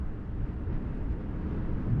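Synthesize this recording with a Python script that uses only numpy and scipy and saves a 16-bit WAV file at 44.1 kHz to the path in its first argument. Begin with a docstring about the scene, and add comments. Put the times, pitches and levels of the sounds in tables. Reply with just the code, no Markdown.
"""Wind buffets the microphone at the chest of a rider cruising along a street on a small scooter.
Its turbulent pressure fluctuations rumble over the broadband roar of tyres and air. The periodic
firing of the single-cylinder engine hums faintly through as a harmonic series. The bodywork gives
a few faint ticks, and near the end a small bump sets the frame ringing with a low thud."""
import sys
import numpy as np
from scipy import signal
from scipy.io import wavfile
from scipy.ndimage import uniform_filter1d

SR = 44100
rng = np.random.default_rng(int(sys.argv[2]) if len(sys.argv) > 2 else 0)


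def transcribe(signal):
    """Save signal, clipped to [-1, 1], as a 16-bit WAV file at the path in sys.argv[1]."""
    frames = np.atleast_2d(signal).T
    limited = np.clip(frames, -1, 1)
    pcm = np.round(limited * 32767).astype(np.int16)
    wavfile.write(sys.argv[1], SR, pcm)


N = 88200

# Gust levels of the wind layers (time [s], thump [dB], buffet [dB], flutter [dB], moan [dB])
GUST_LEVELS = [(0.02, -42, -33.5, -41.5, -54), (0.074, -27.5, -47.5, -44, -56.5),
               (0.112, -34.5, -48, -42.5, -46), (0.21, -42, -41, -41.5, -48.5),
               (0.238, -40, -56, -46.5, -47.5), (0.27, -42.5, -41, -40.5, -53.5),
               (0.39, -33, -38, -41.5, -44), (0.44, -34.5, -32, -36.5, -50.5),
               (0.472, -45, -41, -44, -42.5), (0.5, -37, -41, -37, -46.5), (0.576, -43, -38, -44.5, -53.5),
               (0.608, -34, -41, -46.5, -40.5), (0.642, -37.5, -40, -43.5, -49), (0.68, -41, -32, -44, -42),
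               (0.734, -34.5, -38, -31, -43), (0.756, -25.5, -38, -36, -44.5), (0.788, -33, -43, -40, -43),
               (0.81, -39, -45, -40, -40), (0.87, -40.5, -35, -36, -45),
               (0.968, -35.5, -45.5, -40.5, -43.5), (0.99, -38.5, -50, -38.5, -38.5),
               (1.018, -29, -30.5, -42, -48.5), (1.056, -33.5, -39.5, -47, -42.5),
               (1.106, -48, -29, -34, -44.5), (1.144, -40, -36.5, -42, -43.5),
               (1.252, -41, -51, -38.5, -42.5), (1.28, -39, -38, -40.5, -43), (1.4, -38, -48, -37.5, -46),
               (1.454, -47, -35, -37.5, -41.5), (1.504, -39, -34.5, -36, -41),
               (1.57, -33.5, -43.5, -36.5, -39), (1.608, -33, -40, -34, -45),
               (1.63, -30, -48, -36.5, -45.5), (1.7, -33, -35.5, -35.5, -39),
               (1.756, -29, -38.5, -35, -47.5), (1.788, -40, -47, -33.5, -36.5),
               (1.832, -32, -34, -40, -41.5), (1.892, -34, -40, -31, -38),
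               (1.918, -37.5, -32, -31.5, -48.5), (1.98, -58, -39, -28, -41.5)]
# Spectra of the wind layers (frequency [Hz], relative density [dB])
THUMP_SPECTRUM = [(4, -18), (14, 7), (27, 9), (40, 8), (52, -11), (90, -39)]
BUFFET_SPECTRUM = [(22, -17), (42, -10), (60, 4.5), (90, -4.5), (120, -15.5), (200, -50.5)]
FLUTTER_SPECTRUM = [(50, -34.5), (95, 1), (130, 2), (200, -0.5), (250, -15), (400, -46)]
MOAN_SPECTRUM = [(150, -23), (230, -2.5), (300, -3.5), (335, -8.5), (400, -10), (520, -20.5), (800, -37.5)]
# Single knocks of wind (time [s], peak level [dB], frequency [Hz])
WIND_KNOCKS = [(.295, -29.5, 85), (1.128, -32, 69)]
# Tyre and air noise (time [s], roar level [dB], hiss level [dB])
ROAD_LEVELS = [(0.02, -54.5, -70), (0.358, -56.5, -70), (0.45, -53, -68.5), (0.488, -54.5, -66.5),
               (0.592, -55.5, -69), (0.706, -53.5, -69), (0.728, -51.5, -63), (0.806, -54, -68.5),
               (0.832, -53.5, -67), (1.062, -53, -67), (1.084, -56, -69.5), (1.128, -54, -63),
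               (1.138, -51.5, -69.5), (1.192, -56, -69), (1.204, -52.5, -66.5), (1.252, -54.5, -67.5),
               (1.444, -51.5, -66), (1.488, -51.5, -64), (1.592, -50, -64.5), (1.596, -51.5, -66),
               (1.826, -51.5, -65.5), (1.968, -53.5, -66.5), (1.98, -50.5, -67.5)]
# Airy treble (time [s], level [dB])
AIR_LEVELS = [(0.03, -88), (0.732, -89.5), (0.958, -86), (1.262, -87.5), (1.97, -86)]
# Spectra of the tyre and air noise and the swish (frequency [Hz], relative density [dB])
ROAR_SPECTRUM = [(300, -15), (500, 0.5), (700, -4), (1000, -4), (1500, -6.5), (2000, -12.5), (2500, -36.5),
                 (3500, -46.5)]
HISS_SPECTRUM = [(1300, -19.5), (2100, -2.5), (2700, -4), (3500, -13), (4300, -17.5), (5300, -21),
                 (6300, -28), (8000, -62.5)]
AIR_SPECTRUM = [(4000, -25.5), (5800, -6.5), (7000, -3), (9000, -7.5), (11000, -10.5), (12800, -14.5)]
SWISH_SPECTRUM = [(1000, -30), (1500, 2.5), (1900, 11), (2300, -6.5), (3200, -14), (5500, -17.5),
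                  (6200, -63.5)]
# Engine speed (time [s], firing rate [Hz])
FIRING_RATE = [(0, 38.65), (.5, 38.75), (1.0, 38.95), (1.5, 38.75), (2, 38.85)]
# Exhaust note (multiple of the firing rate [-], level before waver and effort [dB])
EXHAUST_HARMONICS = [(1, -47), (2, -47), (5, -52), (6, -56), (7, -56), (8, -51), (9, -63), (11, -57),
                     (13, -68), (16, -70), (17, -72), (18, -71), (19, -72), (20, -74), (23, -74), (24, -66),
                     (27, -77), (28, -74), (32, -77), (34, -75)]
# Engine effort (time [s], gain [dB])
ENGINE_EFFORT = [(0, 0.5), (.35, -6), (.5, 2), (1, 0.5), (1.3, 1.5), (1.55, 4), (1.7, 1), (2, 4)]
# Bodywork ticks (time [s], peak level per partial [dB], centre frequency [Hz])
BODY_TICKS = [(.5415, -78, 8000), (.6195, -78, 7200), (.754, -76, 5000), (1.9065, -77, 8600),
              (1.9132, -75, 10000), (1.948, -80, 10200)]


def wind(steadiness=0.71):
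    """Turbulence: pressure fluctuates at the microphone in four bands, each gusting on its own."""
    layers = (THUMP_SPECTRUM, 16384), (BUFFET_SPECTRUM, 8192), (FLUTTER_SPECTRUM, 4096), (MOAN_SPECTRUM, 2048)
    out = np.zeros(N)
    for column, (spectrum, size) in enumerate(layers, start=1):
        band = noise(spectrum, size, patchy_db=0.43)
        envelope = uniform_filter1d(abs(signal.hilbert(band)), size=size // 8)
        # Partly flatten the random swells, so that the gusts set the level.
        steady = unit_rms(band / envelope ** steadiness)
        out += gain_of(curve(GUST_LEVELS, column)) * steady
    return out


def wind_knocks(half_width_s=.009):
    """Pressure transients: each knock of wind is a brief rarefaction, about one cycle long."""
    t, out = np.arange(N) / SR, np.zeros(N)
    for at, db, hz in WIND_KNOCKS:
        out -= gain_of(db) * gaussian(at, half_width_s) * np.cos(2 * np.pi * hz * (t - at))
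    return out


def tyres_and_air(firings, throb_depth=0.045):
    """Amplitude modulation: the broadband noise of tyres and air throbs slightly at the firing rate."""
    roar = gain_of(curve(ROAD_LEVELS)) * noise(ROAR_SPECTRUM, size=1024, patchy_db=0.34)
    hiss = gain_of(curve(ROAD_LEVELS, column=2)) * noise(HISS_SPECTRUM, size=512, patchy_db=0.9)
    air = gain_of(curve(AIR_LEVELS)) * noise(AIR_SPECTRUM, size=512, patchy_db=1.5)
    return (roar + hiss + air) * (1 + throb_depth * np.cos(2 * np.pi * firings))


def engine(firings, waver_db=2.5):
    """Fourier series: periodic exhaust pulses give harmonics of the firing rate, each wavering in level."""
    t, out = np.arange(N) / SR, np.zeros(N)
    wavers = rng.standard_normal((len(EXHAUST_HARMONICS), 24))
    phases = rng.random(len(EXHAUST_HARMONICS))
    for (multiple, db), waver, phase in zip(EXHAUST_HARMONICS, wavers, phases):
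        drift = np.interp(t, np.linspace(0, N / SR, len(waver)), waver)
        out += gain_of(db + waver_db * drift) * np.cos(2 * np.pi * (multiple * firings + phase))
    return gain_of(curve(ENGINE_EFFORT)) * out


def frame_thud(start_s=1.895, level_db=-26.5, hz=127, sag_hz_per_s=220, rise_s=.04, t60_s=.4):
    """Damped vibration: after a bump the frame rings with a weaker octave above, sagging in pitch."""
    age = np.maximum(np.arange(N) / SR - start_s, 0)
    phase = 2 * np.pi * (hz - sag_hz_per_s * age / 2) * age
    attack = np.minimum(age / rise_s, 1)
    decay = gain_of(level_db - 60 * np.maximum(age - rise_s, 0) / t60_s)
    return attack * decay * (np.sin(phase) + gain_of(-11.5) * np.sin(2 * phase))


def swish(level_db=-61):
    """Band-limited noise: a smooth, short burst near 1.9 kHz is heard as a swish."""
    envelope = gain_of(level_db) * gaussian(at_s=.742, half_width_s=.028)
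    return envelope * noise(SWISH_SPECTRUM, size=512, patchy_db=0)


def bodywork_ticks(half_width_s=.0006, spread=.16):
    """Time-bandwidth trade-off: three inharmonic partials sound so briefly that they blur into a tick."""
    t, out = np.arange(N) / SR, np.zeros(N)
    for at, db, hz in BODY_TICKS:
        offsets = np.arange(-1, 2) + rng.uniform(-1, 1, 3) / 3
        ring = sum(np.sin(2 * np.pi * f * (t - at)) for f in hz * (1 + spread * offsets))
        out += gain_of(db) * gaussian(at, half_width_s) * ring
    return out


def noise(spectrum, size, patchy_db):
    """Spectral shaping: random short-time spectra with drifting patches of level give unit-RMS noise."""
    frames, hz = 4 * N // size + 5, np.fft.rfftfreq(size, 1 / SR)
    real, imag, patches = rng.standard_normal((frames, size // 2 + 1, 3)).T
    patches = uniform_filter1d(patches, size=10, axis=0)  # across frequency
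    patches = unit_rms(uniform_filter1d(patches, size=8, axis=1))  # across time
    knot_hz, knot_db = np.transpose(spectrum)
    shape_db = np.interp(np.log(hz + 1), np.log(knot_hz + 1), knot_db, left=-120, right=-120)
    spectra = (real + 1j * imag) * gain_of(shape_db[:, None] + patchy_db * patches)
    return unit_rms(signal.istft(spectra, nperseg=size, noverlap=3 * size // 4)[1][:N])


def gaussian(at_s, half_width_s):
    return np.exp(-((np.arange(N) / SR - at_s) / half_width_s) ** 2)


def gain_of(db):
    return 10 ** (np.asarray(db) / 20)


def unit_rms(x):
    return x / np.sqrt(np.mean(x ** 2) + 1e-20)


def curve(table, column=1):
    rows = np.array(table)
    return np.interp(np.arange(N) / SR, rows[:, 0], rows[:, column])


def scene():
    """Superposition: the pressures of all sources add in one channel."""
    firings = np.cumsum(curve(FIRING_RATE)) / SR  # phase in cycles
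    cruising = engine(firings) + wind() + wind_knocks() + tyres_and_air(firings)
    return (cruising + swish() + frame_thud() + bodywork_ticks())[None]


def record(dry):
    """Band limiting: a linear-phase low-pass filter removes the treble above 12.75 kHz."""
    lowpass = signal.firwin(511, 12750, window=("kaiser", 9), fs=SR)
    return signal.oaconvolve(dry, lowpass[None], "same")


dry = scene()
out = record(dry)
transcribe(out)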